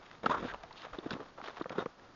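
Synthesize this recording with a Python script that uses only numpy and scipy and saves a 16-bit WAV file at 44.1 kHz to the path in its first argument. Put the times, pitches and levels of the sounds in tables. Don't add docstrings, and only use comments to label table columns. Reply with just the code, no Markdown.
import sys
import numpy as np
from scipy import signal
from scipy.fft import rfft, irfft, next_fast_len
from scipy.io import wavfile
from scipy.ndimage import map_coordinates

SR = 44100
rng = np.random.default_rng(int(sys.argv[2]) if len(sys.argv) > 2 else 0)


def persist_wave(psi):
    counts = np.round(np.clip(psi, -1, 1) * 32767).astype(np.int16)
    wavfile.write(sys.argv[1], SR, np.atleast_2d(counts).T)


N = 94815

# (frequency [Hz], relative density [dB])
CRISP_SPECTRUM = [(700, -18), (1700, 3.5), (2400, -2), (2900, -5.5), (3700, 0), (4300, -17), (5200, -11.5),
                  (5700, -17.5), (7000, -18)]


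def amp(db):
    return 10 ** (np.asarray(db) / 20)


def unit(x):
    return x / np.sqrt(np.mean(x ** 2) + 1e-20)


def clock():
    return np.arange(N) / SR


def wobble(rate_hz):
    return map_coordinates(rng.standard_normal(int(N * rate_hz / SR) + 4), [clock() * rate_hz])


def coloured(x, spectrum):
    m = 2 * next_fast_len(N)
    hz, db = np.transpose(spectrum)
    gain = amp(np.interp(np.log(np.fft.rfftfreq(m, 1 / SR) + 1), np.log(hz), db))
    cepstrum = irfft(np.log(gain), m)
    cepstrum[1:m // 2] *= 2
    cepstrum[m // 2 + 1:] = 0
    return unit(irfft(rfft(x, m) * np.exp(rfft(cepstrum)), m)[:N])


def grains(rate_hz, spectrum, spread_db, bed_db):
    breaks = rng.random(N) < rate_hz / SR
    sizes = amp(spread_db * rng.uniform(-1.1, 1, N)) * np.sign(rng.standard_normal(N))
    return coloured(unit(breaks * sizes) + amp(bed_db) * rng.standard_normal(N), spectrum)


def swells(rows):
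    t = clock()
    return np.sqrt(sum(amp(db) ** 2 * np.exp(-2 * ((t - s) / width_s) ** 2) for s, width_s, db in rows))


def add(track, start_s, sound):
    part = track[round(start_s * SR):][:len(sound)]
    part += sound[:len(part)]


def air():
    # (frequency [Hz], relative density [dB])
    hiss_spectrum = [(20, -4.5), (60, -5), (150, -4), (400, -5), (800, -6.5), (1300, -7), (2200, -18),
                     (3700, -19), (5000, -21.5), (7000, -28.5)]
    wind_spectrum = [(15, -27), (40, 15.5), (70, -2.5), (120, 0.5), (300, -58)]
    # (centre [s], half width [s], level [dB])
    gusts = [(.22, 0.07, -65), (.46, 0.16, -59), (.94, 0.019, -55)]
    hiss_db, flutter_db = -59, 1.1
    hiss = amp(hiss_db + flutter_db * wobble(45.2)) * coloured(rng.standard_normal(N), hiss_spectrum)
    wind = swells(gusts) * coloured(rng.standard_normal(N), wind_spectrum)
    return hiss + wind


def swish():
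    # (centre [s], half width [s], level [dB], crystals re powder [dB])
    sweeps = [(.02, 0.011, -54, -26), (.11, 0.069, -64, 3), (0.486, 0.015, -54, 6.5),
              (.6, 0.26, -60.5, -13), (0.841, 0.087, -56.5, -2.5), (0.979, 0.13, -57.5, -12),
              (1.221, 0.094, -59.5, -12), (1.474, 0.047, -49, -10), (1.563, 0.026, -50, -15),
              (2.03, 0.078, -64, -17)]
    # (centre [s], half width [s], level [dB])
    scrapes = [(.487, 0.0065, -43), (.507, 0.017, -43.5)]
    skims = [(.468, 0.034, -55.5), (.779, .015, -53), (.812, 0.019, -59), (1.46, 0.028, -56.5)]
    # (frequency [Hz], relative density [dB])
    powder_spectrum = [(80, -45.5), (250, 6.5), (600, 12), (1250, 11), (1800, 5.5), (2300, -1.5),
                       (3700, -3.5), (4600, -9), (7000, -19.5)]
    scrape_spectrum = [(500, -26), (1100, -19), (1500, 7), (1850, 4), (2300, -5), (3200, -7.5),
                       (7000, -30.5)]
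    skim_spectrum = [(1200, -23), (2600, 0.5), (3500, 4), (4500, -2), (7000, -20)]
    grain_rate_hz = 1800
    loose = grains(grain_rate_hz, powder_spectrum, spread_db=1.5, bed_db=-16.5)
    crackle = amp(-1) * grains(200, powder_spectrum, spread_db=10.5, bed_db=-22.5)
    powder = swells([row[:3] for row in sweeps]) * (loose + crackle)
    crystal_envelope = swells([(s, width_s, db + crisp_db) for s, width_s, db, crisp_db in sweeps])
    crystals = crystal_envelope * grains(220, CRISP_SPECTRUM, spread_db=7, bed_db=-7)
    scrape = swells(scrapes) * grains(grain_rate_hz, scrape_spectrum, spread_db=4, bed_db=-14)
    skim = swells(skims) * coloured(rng.standard_normal(N), skim_spectrum)
    flicker = unit(amp(3.1 * wobble(90)))
    return (powder + crystals + scrape) * flicker + skim


def ticks():
    # (time [s], level [dB], t60 [s], centre [Hz], bandwidth
    cracks = [(.113, -37, .012, 1310, 0.19), (.259, -33, 0.039, 2680, 1),
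              (0.538, -26.5, 0.0068, 1100, 0.15), (.544, -31.5, 0.02, 990, 0.12),
              (0.634, -41, 0.017, 2400, 1), (.709, -40, 0.025, 870, 0.25),
              (0.727, -45.5, 0.017, 4300, 0.14), (0.819, -39.5, 0.013, 2700, 0.38),
              (.933, -35, 0.019, 1270, 0.14), (.987, -38, 0.02, 3615, .012),
              (1.106, -36.5, 0.02, 3470, 0.12), (1.107, -36.5, 0.017, 4500, 0.071),
              (1.107, -33.5, 0.045, 1560, 0.33), (1.124, -35.5, 0.01, 3800, 0.071),
              (1.131, -29.5, 0.0062, 2720, 0.32), (1.203, -33, 0.012, 1290, 0.091),
              (1.415, -29, 0.0086, 1180, 0.16), (1.461, -30.5, 0.0067, 1270, 0.37),
              (1.4751, -32.5, 0.011, 1320, 0.3), (1.561, -43, .01, 1510, .6),
              (1.57, -39, 0.0039, 1890, 0.45), (1.6212, -43.5, 0.017, 3630, .2),
              (1.643, -23, 0.0025, 1480, 0.3), (1.695, -33.5, 0.013, 2140, 0.74),
              (1.791, -46, 0.11, 3680, 0.034), (1.858, -40, 0.019, 1915, 0.96),
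              (1.996, -50, 0.019, 1720, 0.19)]
    rise_s, muffle_hz = 0.0006, 5100
    out, t = np.zeros(N), np.arange(SR // 16) / SR
    f = np.fft.rfftfreq(len(t), 1 / SR)
    for start_s, db, t60_s, hz, width in cracks:
        damping = 1j * f * hz * width
        response = damping / (hz * hz - f * f + damping) / (1 + (f / muffle_hz) ** 4)
        noise = irfft(rfft(rng.standard_normal(len(t))) * response, len(t))
        envelope = amp(-60 * t / t60_s) * (1 - np.exp(-t / rise_s))
        rms = amp(db) * np.sqrt(np.mean(envelope ** 2))
        add(out, start_s, rms * unit(envelope * noise))
    return out


def crunch():
    # (start [s], length [s], swell over stroke [dB], body [dB], crunch [dB], crisp [dB])
    presses = [(0.232, 0.059, -3.5, -48, -49, -53), (0.294, 0.026, 6, -39, -33.5, -44.5),
               (0.326, 0.026, 3, -43, -36.5, -53), (0.363, 0.052, 2.5, -45, -51, -52.5),
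               (0.419, 0.026, 8, -39.5, -43.5, -53), (0.453, 0.1, -2, -51, -49.5, -65.5),
               (0.931, 0.018, -6.5, -51, -45.5, -57), (1.026, 0.1, 4.5, -50.5, -54, -61),
               (1.112, 0.024, 5.5, -40.5, -45, -50), (1.148, 0.021, 13, -50, -53.5, -72),
               (1.195, 0.03, -3.5, -49.5, -51.5, -86), (1.375, 0.013, 2.5, -59.5, -51.5, -69),
               (1.597, 0.008, -9, -51, -47, -50.5), (1.717, 0.016, -4, -46, -42.5, -54.5),
               (1.746, 0.031, 8, -47, -47.5, -59.5), (1.78, 0.024, -1.5, -50, -38, -53.5),
               (1.801, 0.025, 4.5, -44.5, -42, -63)]
    # (frequency [Hz], relative density [dB])
    body_spectrum = [(40, -30), (90, -10.5), (140, -8.5), (240, -5.5), (480, -5), (700, -13.5),
                     (1200, -39.5), (3000, -75)]
    crunch_spectrum = [(200, -30.5), (500, -0.5), (800, -1.5), (1100, 0), (1350, 1), (1600, -8),
                       (1850, -14), (2200, -18.5), (4000, -27), (7000, -38)]
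    attack_s, release_s = 0.0019, 0.011
    t, power = clock(), np.zeros((3, N))
    for start_s, length_s, swell_db, *levels_db in presses:
        age_s = t - start_s
        gate = np.clip(age_s / attack_s, 0, 1) * np.exp(-np.maximum(age_s - length_s, 0) / release_s)
        swell = amp(swell_db * (np.clip(age_s / length_s, 0, 1) - 0.5))
        power += (amp(levels_db)[:, None] * gate * swell) ** 2
    layers = np.array([grains(600, body_spectrum, spread_db=8, bed_db=-16),
                       grains(1800, crunch_spectrum, spread_db=5, bed_db=-9.5),
                       grains(1700, CRISP_SPECTRUM, spread_db=10.5, bed_db=-1.5)])
    flicker = unit(amp(2.5 * wobble(130)))
    return flicker * np.sum(np.sqrt(power) * layers, axis=0)


def thuds():
    # (time [s], level [dB], pitch [Hz], grit re tone [dB])
    pockets = [(0.239, -30, 520, -8), (.25, -33.5, 252, -36), (.259, -23, 241, 0.5),
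               (0.446, -27.5, 245, -9), (.634, -40, 680, -2.5), (.864, -44.5, 630, 0),
               (0.9824, -30.5, 353, -8), (1.0588, -27, 305, -14.5), (1.113, -34, 372, -7.5),
               (1.129, -32, 172, -32), (1.149, -30, 268, -20), (1.164, -48, 332, -14),
               (1.399, -43.5, 775, -4), (1.422, -43, 252, -15), (1.608, -27, 324, -4.5),
               (1.655, -32, 509, -5.5), (1.701, -33.5, 501, -1.5), (1.702, -35, 122.6, -19),
               (1.7806, -22, 413, -15), (1.857, -29.5, 471, -7), (1.857, -38, 236, -22)]
    # (frequency [Hz], relative density [dB])
    grit_spectrum = [(100, -26), (300, -14), (600, 3), (1200, 5.5), (1700, -2.5), (2300, -18.5),
                     (3800, -24.5), (7000, -44.5)]
    rise_s, steepness, t60_s = 0.0036, 4.13, 0.029
    push_hz, push_db = 180, -9.5
    highpass_hz = 148
    out, t = np.zeros(N), np.arange(SR // 16) / SR
    grit = grains(3000, grit_spectrum, spread_db=1.5, bed_db=-6.5) / np.sqrt(2)
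    wander_rad = 0.36 * wobble(450)
    envelope = (1 - np.exp(-(t / rise_s) ** steepness)) * amp(-60 * t / t60_s)
    envelope /= envelope.max()
    push = amp(push_db) * np.sin(2 * np.pi * push_hz * t)
    for start_s, db, hz, grit_db in pockets:
        span = round(start_s * SR) + np.arange(len(t))
        tone = np.sin(2 * np.pi * hz * t + wander_rad[span])
        add(out, start_s, amp(db) * envelope * (tone + push + amp(grit_db) * grit[span]))
    return signal.sosfilt(signal.butter(2, highpass_hz, "highpass", fs=SR, output="sos"), out)


def clack():
    # (frequency [Hz], relative level [dB], t60 [s])
    modes = [(764, -24.5, .04), (1300, 2, 0.023), (1656, -12.5, 0.018), (1770, -24, 0.016)]
    start_s, gain_db, rise_s = 0.2615, -14.5, 0.00091
    t = np.maximum(clock() - start_s, 0)
    ring = sum(amp(db - 60 * t / t60_s) * np.sin(2 * np.pi * hz * t) for hz, db, t60_s in modes)
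    return amp(gain_db) * (1 - np.exp(-t / rise_s)) * ring


def squeak():
    # (time [s], level [dB], pitch [Hz])
    contour = [(0.295, -49, 999), (.299, -33, 1017), (0.316, -32.5, 1107), (0.331, -40, 1214),
               (0.358, -34, 1175), (0.362, -45.5, 1286), (.381, -38.5, 1192), (.398, -50, 1000)]
    wander_rad, roughness_db = 1.46, -1
    knots_s, db, hz = np.transpose(contour)
    t = clock()
    phase = 2 * np.pi * np.cumsum(np.interp(t, knots_s, hz)) / SR + wander_rad * wobble(520)
    envelope = amp(np.interp(t, knots_s, db)) * (t > knots_s[0]) * (t < knots_s[-1])
    return envelope * unit(amp(roughness_db * wobble(300)) * np.sin(phase))


def scene():
    return (crunch() + squeak() + swish() + thuds() + ticks() + clack() + air())[None]


def record(dry):
    cutoff_hz = 7020
    m = 2 * next_fast_len(N)
    gain = 1 / np.sqrt(1 + (np.fft.rfftfreq(m, 1 / SR) / cutoff_hz) ** 110)
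    return irfft(rfft(dry, m) * gain, m)[:, :N]


dry = scene()
out = record(dry)
persist_wave(out)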